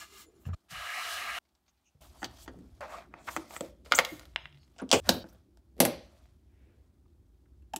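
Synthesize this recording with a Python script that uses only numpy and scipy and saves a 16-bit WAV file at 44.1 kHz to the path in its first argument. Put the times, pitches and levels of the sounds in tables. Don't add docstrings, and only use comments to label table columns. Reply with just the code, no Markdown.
import sys
import numpy as np
from scipy import signal
from scipy.fft import rfft, irfft
from scipy.io import wavfile

SR = 44100
rng = np.random.default_rng(int(sys.argv[2]) if len(sys.argv) > 2 else 0)


def nominal_scale(level):
    x = np.asarray(level, float) / 20
    return 10 ** x


def master(y):
    cut = np.clip(np.atleast_2d(y).T, -1, 1)
    pcm = np.round(cut * 32767)
    wavfile.write(sys.argv[1], SR, pcm.astype(np.int16))


N = 343539

SCENE_CHANGES = [0, .5485, 1.389, 2.007, 2.807, 3.848, 5.002, 5.236, 5.45, 7.79]


def rms_one(x):
    return x / np.sqrt(np.mean(x ** 2) + 1e-20)


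def band(x, low_hz, high_hz):
    return signal.sosfilt(signal.butter(2, [low_hz, high_hz], "band", fs=SR, output="sos"), x)


def flicker(rate_hz, depth_db):
    settle = 1500
    r = np.exp(-64 * np.pi * rate_hz / SR)
    noise = rng.standard_normal(N // 32 + settle + 2)
    slow = signal.lfilter([1], [1, -2 * r, r * r], noise)[settle:]
    return nominal_scale(depth_db * np.interp(np.arange(N) / 32, np.arange(len(slow)), rms_one(slow)))


def coloured(spectrum, low_hz, high_hz):
    hz, points = np.fft.rfftfreq(N, 1 / SR) + 1, np.array(spectrum)
    level_db = np.interp(np.log(hz), np.log(points[:, 0]), points[:, 1])
    gain = nominal_scale(level_db) * (hz > low_hz) * (hz < high_hz)
    return rms_one(irfft(rfft(rng.standard_normal(N)) * gain, N))


BLOW_BANDS = [600, 3000, 7000, 16500]


def blows(hits, modes, cycles, crack_db, rattle_db, rattle_s, top_db, bass_hz=170):
    size = 8192
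    out, t = np.zeros(N), np.arange(size) / SR
    hz, level_db = np.transpose(modes)[:, :, None]
    bands = zip([bass_hz, *BLOW_BANDS], BLOW_BANDS)
    filters = [signal.butter(3, edges, "band", fs=SR, output="sos") for edges in bands]
    responses = [signal.sosfreqz(sos, np.fft.rfftfreq(size, 1 / SR), fs=SR)[1] for sos in filters]
    group = np.searchsorted(BLOW_BANDS, hz[:, 0])
    for s, mid_db, weight_db, hard_db, *shine_db in hits:
        ring = np.clip(0.88 + 0.0085 * weight_db - 0.019 * hard_db, .3, 1.2)
        strength = nominal_scale(level_db + 1.2 * rng.standard_normal(hz.shape))
        fall_db = -60 * t * hz ** .8 / (ring * cycles)
        sines = strength * np.sin(2 * np.pi * hz * t * rng.normal(1, .008, hz.shape))
        click = 2.2 + rfft(rng.standard_normal(size) * nominal_scale(-10 - 60 * t / .004))
        rattle_fall_db = rattle_db - 5.5 - 60 * t / (rattle_s * ring)
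        rattle = rfft(rng.standard_normal(size) * nominal_scale(rattle_fall_db))
        at = round(s * SR)
        next_change = SCENE_CHANGES[np.searchsorted(SCENE_CHANGES, s)]
        sounding = np.clip((next_change - s - t) / .003, 0, 1)
        shine = hard_db + top_db + sum(shine_db)
        for k, db in enumerate(mid_db + np.array([weight_db, 0, hard_db, shine])):
            free = rfft((sines * nominal_scale(fall_db))[group == k].sum(axis=0))
            damped = rfft((sines * nominal_scale(4 * fall_db))[group == k].sum(axis=0))
            flat = nominal_scale(crack_db + 2.5 * k) * (np.abs(damped).max() + 1e-9)
            part = irfft(responses[k] * (click * (free + flat) + rattle * (damped + flat)), size)
            out[at:at + size] += (nominal_scale(db) * sounding * part / np.abs(part).max())[:N - at]
    return out


# start_s, level_db (peak, 600-3000 Hz), weight_db (thud below 600 Hz over level),
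# hardness_db (3-7 kHz snap over level), for some shine_db (extra above 7 kHz)
LID_HITS = [(3.8604, -45.5, -2, -2), (3.914, -38.5, 5.5, 1.5), (3.9212, -4, -30, -7, -2),
            (3.9365, -15, -16, -16, -8), (3.9815, -21, -13, -2, -15), (3.9882, -3, -18, -6, 6),
            (4.0494, -30, -20, 9, 3), (4.0512, -34, -20, 10, -3), (4.1953, -42, -14, 2, 10),
            (4.211, -46, -10, -14), (4.2202, -58, -6, 4, 8), (4.232, -48, -6, -10),
            (4.2541, -48, -12, 2, 6)]
# pitch_hz, level_db
LID_MODES = [(330, -16), (550, -3), (716, -6), (1420, 11), (1860, 0), (2170, 10), (2840, 3), (3450, 1),
             (4060, 3.5), (4750, 2.5), (6500, -1.5), (7200, -1.5), (10000, -5), (13000, -3)]


def lid():
    return blows(LID_HITS, LID_MODES, cycles=6.0, crack_db=-24.0, rattle_db=-10.5, rattle_s=.07, top_db=-9)


# start_s, level_db, weight_db, hardness_db, shine_db
CATCH_HITS = [(4.337, -58, -20, -12), (4.3604, -12, -45, -12, -3), (4.3886, -43, -28, -8, 0),
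              (4.445, -62, -10, 8, -12), (4.456, -29, -28, -16, -15), (4.4726, -56, -8, 0, -10),
              (4.5263, -54, -10, 0, -15), (4.5458, -55, -9, -2, -15), (4.554, -59, -9, -2, -15),
              (4.5737, -56, -16, 0, -15), (4.6315, -58, -8, -3, -15), (4.678, -62, -8, -15)]
# pitch_hz, level_db
CATCH_MODES = [(145, 0), (690, -30), (1100, -15), (1460, -15), (2100, 0), (2450, -1), (2700, 3), (2900, 4),
               (3470, 2), (3870, 3), (4900, -3), (8160, 0)]


def catch():
    return blows(CATCH_HITS, CATCH_MODES, cycles=6.0, crack_db=-24, rattle_db=-12, rattle_s=0.03,
                 top_db=-17, bass_hz=109)


# start_s, level_db, weight_db, hardness_db, shine_db
LATCH_HITS = [
    (4.7628, -56.5, -11.5, -5.5),
    (4.783, -54, -13, 6, 4),
    (4.7875, -44, -13, -1, 2),
    (4.7991, -40.5, -34.5, -7.5),
    (4.8916, -54, -8, 16, -2),
    (4.9031, -42.5, -35.5, 2),
    (4.9147, -17, -30, 13, -3),
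    (4.9278, -13, -6, 4, 1),
    (4.9315, -14, 0, -14),
    (4.9417, -23, 4, 0),
]
# pitch_hz, level_db
LATCH_MODES = [(260, -7), (530, 5), (720, 6), (1100, -6), (1500, -8), (2100, -20), (2900, 5), (3490, 1),
               (4900, 3), (5500, 1), (7100, -8), (7750, 0)]


def latch():
    return blows(LATCH_HITS, LATCH_MODES, cycles=7.0, crack_db=-19, rattle_db=-6.0, rattle_s=0.13, top_db=-4.5)


# start_s, level_db, weight_db, hardness_db, shine_db
HINGE_HITS = [(5.074, -40, 2, -12), (5.0885, -27, 0, -4), (5.0915, -12, -9, 8, 6),
              (5.0928, -17, -14, 14, -11), (5.097, -21, -3, -9, -8), (5.126, -32, -2, -3, -6),
              (5.142, -34, 3, -2, -6), (5.2416, -41, 0, -12), (5.279, -70, -5, 0, 8),
              (5.2886, -70, 3, 20, -12), (5.306, -74, -5, 0, 8), (5.3262, -59, 0, -3, 2),
              (5.3475, -61.5, 3.5, 0.5), (5.5727, -57, -12, 3, 8)]
# pitch_hz, level_db
HINGE_MODES = [(195, 0), (330, -9), (520, -8), (650, 2), (860, 1), (1530, 4), (2870, -10), (3430, -6),
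               (3950, -7), (4640, 5), (5070, 4), (5510, 3), (6860, -5), (8670, -10), (12800, -8)]


def hinge():
    return blows(HINGE_HITS, HINGE_MODES, cycles=4.3, crack_db=-18, rattle_db=-14, rattle_s=0.15, top_db=-11)


# start_s, level_db, weight_db, hardness_db, shine_db
COVER_HITS = [
    (5.7663, -71.5, 21.5, 2.4),
    (5.7802, -56, 12, -2),
    (5.791, -52, 16, -6),
    (5.8024, -14, 3, 3, 5),
    (5.8167, -36, 14, -2, -8),
    (5.8257, -34, 10, 5, -6),
    (5.8515, -19, -9, 2, 2),
]
# pitch_hz, level_db
COVER_MODES = [(205, 14), (343, 12), (490, 14), (580, 21), (800, 11), (1300, 6), (1990, 9), (2350, 7),
               (3400, 3), (4500, 5), (5700, 0), (8900, -14), (11500, 0), (12900, 2)]


def tank_cover():
    return blows(COVER_HITS, COVER_MODES, cycles=5.6, crack_db=-15.0, rattle_db=-5, rattle_s=0.081, top_db=4.0)


# start_s, level_db, weight_db, hardness_db, shine_db
POD_HITS = [
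    (3.1394, -32, -14, -26, -14),
    (3.273, -45, -10, -10),
    (3.288, -26, -19.5, -13, -4),
    (3.3643, -17, -19, -12, 3),
    (3.3709, -27, -7.5, -9.5),
    (3.5078, -36.5, -19.5, -9),
    (3.5644, -26.5, -20, -10),
    (3.6081, -32, 3, 1, 4),
    (3.66, -62, -10, 4, 10),
]
# pitch_hz, level_db
POD_MODES = [(335, -6.5), (565, -2), (940, 2.5), (1300, 9), (2040, 5), (2450, 4), (3400, 11.5), (4450, 8),
             (6250, 9.5), (7800, 0)]


def pod():
    return blows(POD_HITS, POD_MODES, cycles=4.5, crack_db=-12, rattle_db=-8, rattle_s=0.033, top_db=-1)


# start_s, level_db, weight_db, hardness_db, shine_db
HANDLE_HITS = [
    (2.2192, -38, -4, -14, -10),
    (2.2297, -24, -11, -10.5, -10),
    (2.2438, -32, -5, 7, -5),
    (2.3105, -58, -8, 0, 3),
    (2.4606, -52, -12, -1),
    (2.4781, -34, -4, -9, -26),
    (2.588, -62, 4, -2, 6),
    (2.8073, -36, -16, -9.5),
]
# pitch_hz, level_db
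HANDLE_MODES = [(208, -3), (333, 2.5), (457, -5.5), (910, 2.5), (1600, -6), (1900, 2), (3450, 0), (4600, 3),
                (6300, 0), (8300, 5), (10200, 0)]


def handle():
    return blows(HANDLE_HITS, HANDLE_MODES, cycles=8.7, crack_db=-9.5, rattle_db=-5.0, rattle_s=0.077, top_db=-3)


# start_s, level_db, weight_db, hardness_db, shine_db
BUTTON_HITS = [
    (7.6218, -73, 12, -5),
    (7.7358, -35, -8, -3, -9),
    (7.7612, -36, -7, 5, 2),
    (7.7655, -50, 14, 12, 2),
]
# pitch_hz, level_db
BUTTON_MODES = [(295, 0), (748, -2), (1700, 1), (2750, 4), (3110, 8), (3800, 2), (5500, 5), (7600, 10),
                (11400, 9)]


def button():
    return blows(BUTTON_HITS, BUTTON_MODES, cycles=7.6, crack_db=-13, rattle_db=-0.5, rattle_s=0.048, top_db=6)


# start_s, level_db, weight_db, hardness_db
DOUGH_HITS = [
    (.454, -45, 1, -13),
    (.465, -50, 20, -16),
    (.488, -58, 25, -18),
    (.534, -44, 3, -16),
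    (1.949, -76, 22, -3),
]
# pitch_hz, level_db
BOARD_MODES = [(90, 8), (132, 5), (203, -3.5), (700, -20), (1200, -12), (1700, -14), (2770, -12)]


def dough():
    return blows(DOUGH_HITS, BOARD_MODES, cycles=9.0, crack_db=-22, rattle_db=-8, rattle_s=.09,
                 top_db=-6, bass_hz=60)


# start_s, level_db, weight_db, hardness_db
CRUMB_HITS = [
    (1.452, -72, -15, 2),
    (1.49, -76, -15, 6),
    (1.551, -72, -20, 11),
    (1.663, -76, -15, 6),
    (1.68, -64, -20, 0),
    (1.775, -78, -15, 6),
]
# pitch_hz, level_db
CRUMB_MODES = [(300, 0), (1500, 0), (2200, -3), (2700, 0), (4600, 0), (5200, -2), (6200, 0), (8000, 0),
               (13700, -6)]


def crumbs():
    return blows(CRUMB_HITS, CRUMB_MODES, cycles=9.0, crack_db=-12, rattle_db=1, rattle_s=.12, top_db=-10)


def swells(rows, spread):
    out, ratio = np.zeros(N), 1 + np.clip(spread, .01, .45)
    for s, length, hz, level_db in rows:
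        size, at = round(length * SR), round((s - length) * SR)
        noise = band(rng.standard_normal(SR), hz / ratio, min(hz * ratio, SR / 2.2))
        voice = rms_one(noise)[-2 * size:]
        out[at:at + 2 * size] += nominal_scale(level_db - 8.5) * rms_one(voice * np.hanning(2 * size) ** 2)
    return out


# peak_s, length_s, pitch_hz, level_db
PUSHES = [(5.112, .025, 210, -35), (.5, .045, 1200, -56), (.725, .03, 110, -48), (.79, .08, 55, -50),
          (1.25, .15, 300, -60), (2.26, .05, 100, -48), (2.6, .14, 220, -50), (2.5, .03, 350, -46),
          (2.54, .04, 500, -55), (2.58, .02, 300, -52), (2.66, .03, 300, -56), (2.05, .05, 800, -62),
          (2.16, .04, 800, -60), (2.33, .08, 800, -60), (5.17, .07, 500, -44), (5.26, .03, 300, -50),
          (1.8, .3, 3000, -86), (3.287, .022, 1300, -31), (4.14, .05, 170, -50), (4.822, .025, 720, -40),
          (4.832, .025, 260, -30), (4.96, .045, 82, -36), (5.13, .07, 72, -40), (5.84, .05, 90, -49),
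          (6.65, .35, 2000, -76), (6.7, .3, 380, -70), (7.06, .012, 1000, -71), (7.46, .012, 1550, -73)]


def pushes():
    return swells(PUSHES, .37)


# peak_s, length_s, pitch_hz, level_db
SQUEAKS = [(1.691, 0.03, 6200, -70), (1.876, 0.049, 6200, -69.5), (2.83, 0.037, 577, -40),
           (2.94, 0.063, 1220, -43), (3.395, 0.044, 335, -37), (3.57, 0.026, 8000, -45.5),
           (3.617, 0.016, 570, -32), (3.645, .03, 520, -45), (3.635, 0.04, 330, -41),
           (3.952, 0.01, 6400, -21.5), (3.958, 0.018, 8020, -27), (3.965, .035, 14800, -35),
           (3.972, 0.039, 7100, -31.5), (4.136, 0.03, 325, -38), (4.5, .45, 141.7, -62.5),
           (4.62, 0.086, 4450, -70.5), (4.802, 0.018, 1540, -42), (4.82, .012, 9600, -57),
           (5.298, 0.018, 5860, -64), (7.742, 0.011, 759, -27), (.14, .12, 390, -61), (.27, .09, 330, -61),
           (.29, .12, 450, -63), (.38, .08, 370, -61), (.03, .03, 690, -58), (1.875, .04, 2700, -71),
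           (.54, .014, 640, -52), (.537, .014, 1230, -48)]


def squeaks():
    return swells(SQUEAKS, .07)


# peak_s, length_s, pitch_hz, level_db
WHISTLES = [(.28, .05, 7100, -68), (.275, .035, 10200, -74), (.36, .035, 10100, -79), (.37, .04, 7050, -76),
            (1.7, .3, 13700, -92), (3.37, .1, 7000, -64), (2.43, .05, 8800, -68), (4.12, .09, 13400, -62),
            (4.13, .07, 6600, -60), (4.42, .04, 6500, -75), (4.42, .05, 5100, -70), (4.63, .06, 5200, -77),
            (4.635, .05, 6600, -77), (4.96, .04, 2920, -41), (2.4, .07, 3200, -66), (2.41, .06, 4500, -66),
            (2.38, .05, 5100, -68), (2.4, .06, 6000, -68), (2.2, .05, 4600, -66)]


def whistles():
    return swells(WHISTLES, .014)


def friction(peaks, grain_db, base_db):
    slips = rng.standard_normal(N) * nominal_scale(grain_db * rng.exponential(1, N))
    out = nominal_scale(base_db) * band(slips, 710, 4000)
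    for k, (hz, width_hz, level_db) in enumerate(peaks):
        r = np.exp(-np.pi * width_hz / SR)
        poles = [1, -2 * r * np.cos(2 * np.pi * hz / SR), r * r]
        peak = signal.lfilter([(1 - r * r) / 2, 0, (r * r - 1) / 2], poles, slips)
        out += (-1) ** k * nominal_scale(level_db) * flicker(14, 1.5) * peak
    return rms_one(out)


def strokes(rows):
    body, hiss = np.zeros((2, N))
    for peak_s, rise_s, fall_s, db, bright_db in rows:
        k = np.searchsorted(SCENE_CHANGES, peak_s)
        first, last = round(SCENE_CHANGES[k - 1] * SR), min(round(SCENE_CHANGES[k] * SR), N)
        at = np.arange(first, last)
        away = np.maximum((peak_s - at / SR) / rise_s, (at / SR - peak_s) / fall_s)
        gain = nominal_scale(db - 24 * np.minimum(away, 2) ** 2.2)
        body[at] += gain
        hiss[at] += gain * nominal_scale(bright_db)
    return body, hiss


# pitch_hz, level_db (per Hz)
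HISS = [(1500, -26), (2300, -5), (3300, 1.5), (5000, 1), (7900, -3.5), (11000, -6.5), (14500, -9),
        (16500, -18)]


def dry_hiss(low_hz):
    return coloured(HISS, low_hz, 16600)


# time_s, level_db, brightness_db
SWEEP = [
    (.685, -74, -3),
    (.71, -49, 0),
    (.758, -42, -13),
    (1.0, -37, -13),
    (1.13, -38.5, -3),
    (1.25, -39, -13.5),
    (1.387, -37, -12.5),
]
# pitch_hz, width_hz, level_db
SWEEP_PEAKS = [(701.5, 55.5, -3), (1252, 121.6, 1.5), (1637, 64, -0.5), (2027, 550, -3), (2900, 210, -6),
               (4060, 420, -14.5)]
# peak_s, rise_s, fall_s, level_db, brightness_db
BRUSHES = [
    (.004, .02, 0.079, -47.5, -7),
    (.21, 0.19, 0.055, -56.5, -0.5),
    (.33, 0.13, 0.2, -83, -4),
    (.47, 0.033, 0.04, -63.5, -10),
    (.54, 0.014, 0.021, -57, -12.5),
]
# pitch_hz, width_hz, level_db
BRUSH_PEAKS = [(1220, 87, 0), (1680, 45, 0), (2070, 50, -4), (2410, 51, -3), (2800, 79, -4),
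               (4300, 130, -9), (5370, 120, -8), (7190, 300, -9)]


def palm():
    s, *columns = np.transpose(SWEEP)
    level_db, bright_db = [np.interp(np.arange(N) / SR, s, c, left=-200, right=-200) for c in columns]
    body, hiss = strokes(BRUSHES)
    wood = friction(SWEEP_PEAKS, grain_db=-1.0, base_db=-13.5)
    light = friction(BRUSH_PEAKS, grain_db=1.0, base_db=-19)
    hiss = hiss + nominal_scale(level_db + bright_db)
    return body * light + nominal_scale(level_db) * wood + hiss * flicker(28, 0.38) * dry_hiss(1800)


# peak_s, rise_s, fall_s, level_db, brightness_db
RUBS = [(2.012, 0.002, 0.077, -68, 2.5), (2.22, 0.51, 0.049, -73, 2), (2.43, 0.13, 0.041, -71, 11),
        (2.812, 0.008, 0.082, -39.5, -26), (2.936, 0.07, 0.13, -43.5, -20), (3.2, 0.1, 0.052, -56.5, -37),
        (3.31, 0.078, 0.11, -52.5, -2), (3.4, 0.046, 0.14, -65, -0.5), (3.56, 0.084, 0.031, -49.5, -4),
        (3.63, 0.057, 0.1, -55.5, -7.5), (3.852, 0.0088, 0.2, -61, -4.5), (4.07, 0.09, 0.24, -58.5, -0.5),
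        (5.083, 0.044, 0.016, -46, -9.5), (5.25, 0.014, 0.21, -68, -9), (6.15, 0.25, 0.25, -72.5, -5.5),
        (6.75, .4, 0.29, -86, -11.5)]
# pitch_hz, width_hz, level_db
SLIDE_PEAKS = [(642, 110, 7), (1240, 600, 1), (1822, 1500, -11), (2700, 360, -8)]


def sliding():
    body, hiss = strokes(RUBS)
    rustle = background()[2]
    body, hiss = body + rustle, hiss + nominal_scale(-2.5) * rustle
    dry_noise = dry_hiss(1500)
    edges_hz = [1500, 3000, 4200, 5400, 6800, 8500, 11000, 13500, 16600]
    patches = np.zeros(N)
    for k in range(8):
        patches += (-1) ** k * flicker(20, 1.7) * band(dry_noise, *edges_hz[k:k + 2])
    rub = band(friction(SLIDE_PEAKS, grain_db=3.0, base_db=-11.5), 390, 5200)
    return body * rub + hiss * flicker(70, 2.0) * rms_one(patches)


# peak_s, rise_s, fall_s, level_db (over 10 kHz), lower_db (7 kHz band over that)
SHEEN = [(.004, .02, .07, -60, 3), (.21, .1, .045, -60, 0), (.42, .04, .04, -74, -6),
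         (.47, .015, .025, -68, -9), (2.012, .004, .1, -68, -4), (2.23, .07, .06, -69, 7),
         (2.44, .09, .025, -66, 0), (3.32, .07, .1, -57, 0), (3.55, .08, .15, -60, 1),
         (4.1, .14, .14, -62, -6), (4.97, .04, .2, -54, 7), (5.13, .04, .1, -54, -8),
         (5.29, .006, .03, -70, -14), (5.33, .004, .02, -68, -14), (2.93, .08, .1, -76, 10),
         (3.22, .05, .1, -84, 13)]


def sheen():
    top, below = strokes(SHEEN)
    white = rng.standard_normal((2, N))
    high = top * rms_one(band(white[0], 10500, 15600))
    lower = below * rms_one(band(white[1], 6400, 8400))
    return flicker(40, 1.5) * (high + lower)


# pitch_hz (band centre), t60_s, level_db
ROOM = [(108, 0.4, -26.5), (270, 0.33, -27), (502.6, .4, -29), (1000, 0.32, -26), (2200, 0.4, -27),
        (4076, 0.44, -26), (8000, 0.2, -27), (12900, .22, -23)]


def kitchen(x):
    t = np.arange(round(.6 * SR)) / SR
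    build = np.clip(t / 0.0036, 0, 1)
    echo = np.zeros(len(t))
    for hz, t60, db in ROOM:
        noise = rms_one(band(rng.standard_normal(len(t)), hz / 1.41, hz * 1.35))
        echo += nominal_scale(db) * noise * nominal_scale(-60 * t / t60) * build / 30
    out = np.zeros(N)
    for start_s, end_s in zip(SCENE_CHANGES, SCENE_CHANGES[1:]):
        a, b = round(start_s * SR), round(end_s * SR)
        piece = x[a:b]
        fade = np.clip((b - a - np.arange(len(piece))) / (.003 * SR), 0, 1)
        out[a:b] = signal.fftconvolve(piece, echo)[:len(piece)] * fade
    return out


# rumble_start_db, rumble_end_db, fan_db, rustle_db (of the hand)
FLOOR = [(-69, -67, -70, -78), (-83.5, -61, -77, -81), (-80, -79, -83.5, -87), (-58.5, -55, -68.5, -74.5),
         (-63.5, -58, -62.5, -83), (-55.5, -64.5, -71, -78.5), (-50, -51, -64.5, -73.5),
         (-60, -56, -73, -88.5), (-63, -57, -70.5, -88)]


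def background():
    t = np.arange(N) / SR
    k = np.clip(np.searchsorted(SCENE_CHANGES, t) - 1, 0, len(FLOOR) - 1)
    first_db, last_db, fan_db, rustle_db = np.transpose(FLOOR)[:, k]
    share = (t - np.take(SCENE_CHANGES, k)) / np.diff(SCENE_CHANGES)[k]
    return nominal_scale(first_db + share * (last_db - first_db)), nominal_scale(fan_db), nominal_scale(rustle_db)


# pitch_hz, level_db (per Hz)
HOUSE = [(12, -62), (20, -44), (40, -8), (64, 5.5), (171, -19.5), (280, -18), (310, -19.5), (358, -17.5),
         (439, -31), (640, -36), (830, -67), (1410, -120)]
# pitch_hz, level_db (per Hz)
AIR = [(600, 0), (1200, -13), (2400, -19), (16000, -23)]


def house():
    low, murmur, _ = background()
    rumble = low * flicker(3, 1.5) * coloured(HOUSE, 20, 150)
    fan = murmur * flicker(5, 1.2) * coloured(HOUSE, 150, 640)
    return rumble + fan + nominal_scale(-84) * coloured(AIR, 733.8, 21000)


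def scene():
    cover = tank_cover()
    hits = lid() + catch() + latch() + hinge() + pod() + handle() + button() + dough() + crumbs()
    hits += pushes() + squeaks() + whistles()
    echo = kitchen(hits + nominal_scale(7) * cover)
    return (hits + cover + echo + palm() + sliding() + sheen() + house())[None]


def roll_off(x):
    return signal.sosfilt(signal.butter(12, 16670, fs=SR, output="sos"), x)


def record(dry):
    thin = signal.sosfilt(signal.butter(2, 36, "high", fs=SR, output="sos"), dry)
    thin = signal.sosfilt(signal.cheby1(12, .5, 15700, fs=SR, output="sos"), thin)
    return roll_off(0.73 * np.tanh(thin / 0.73))


dry = scene()
out = record(dry)
master(out)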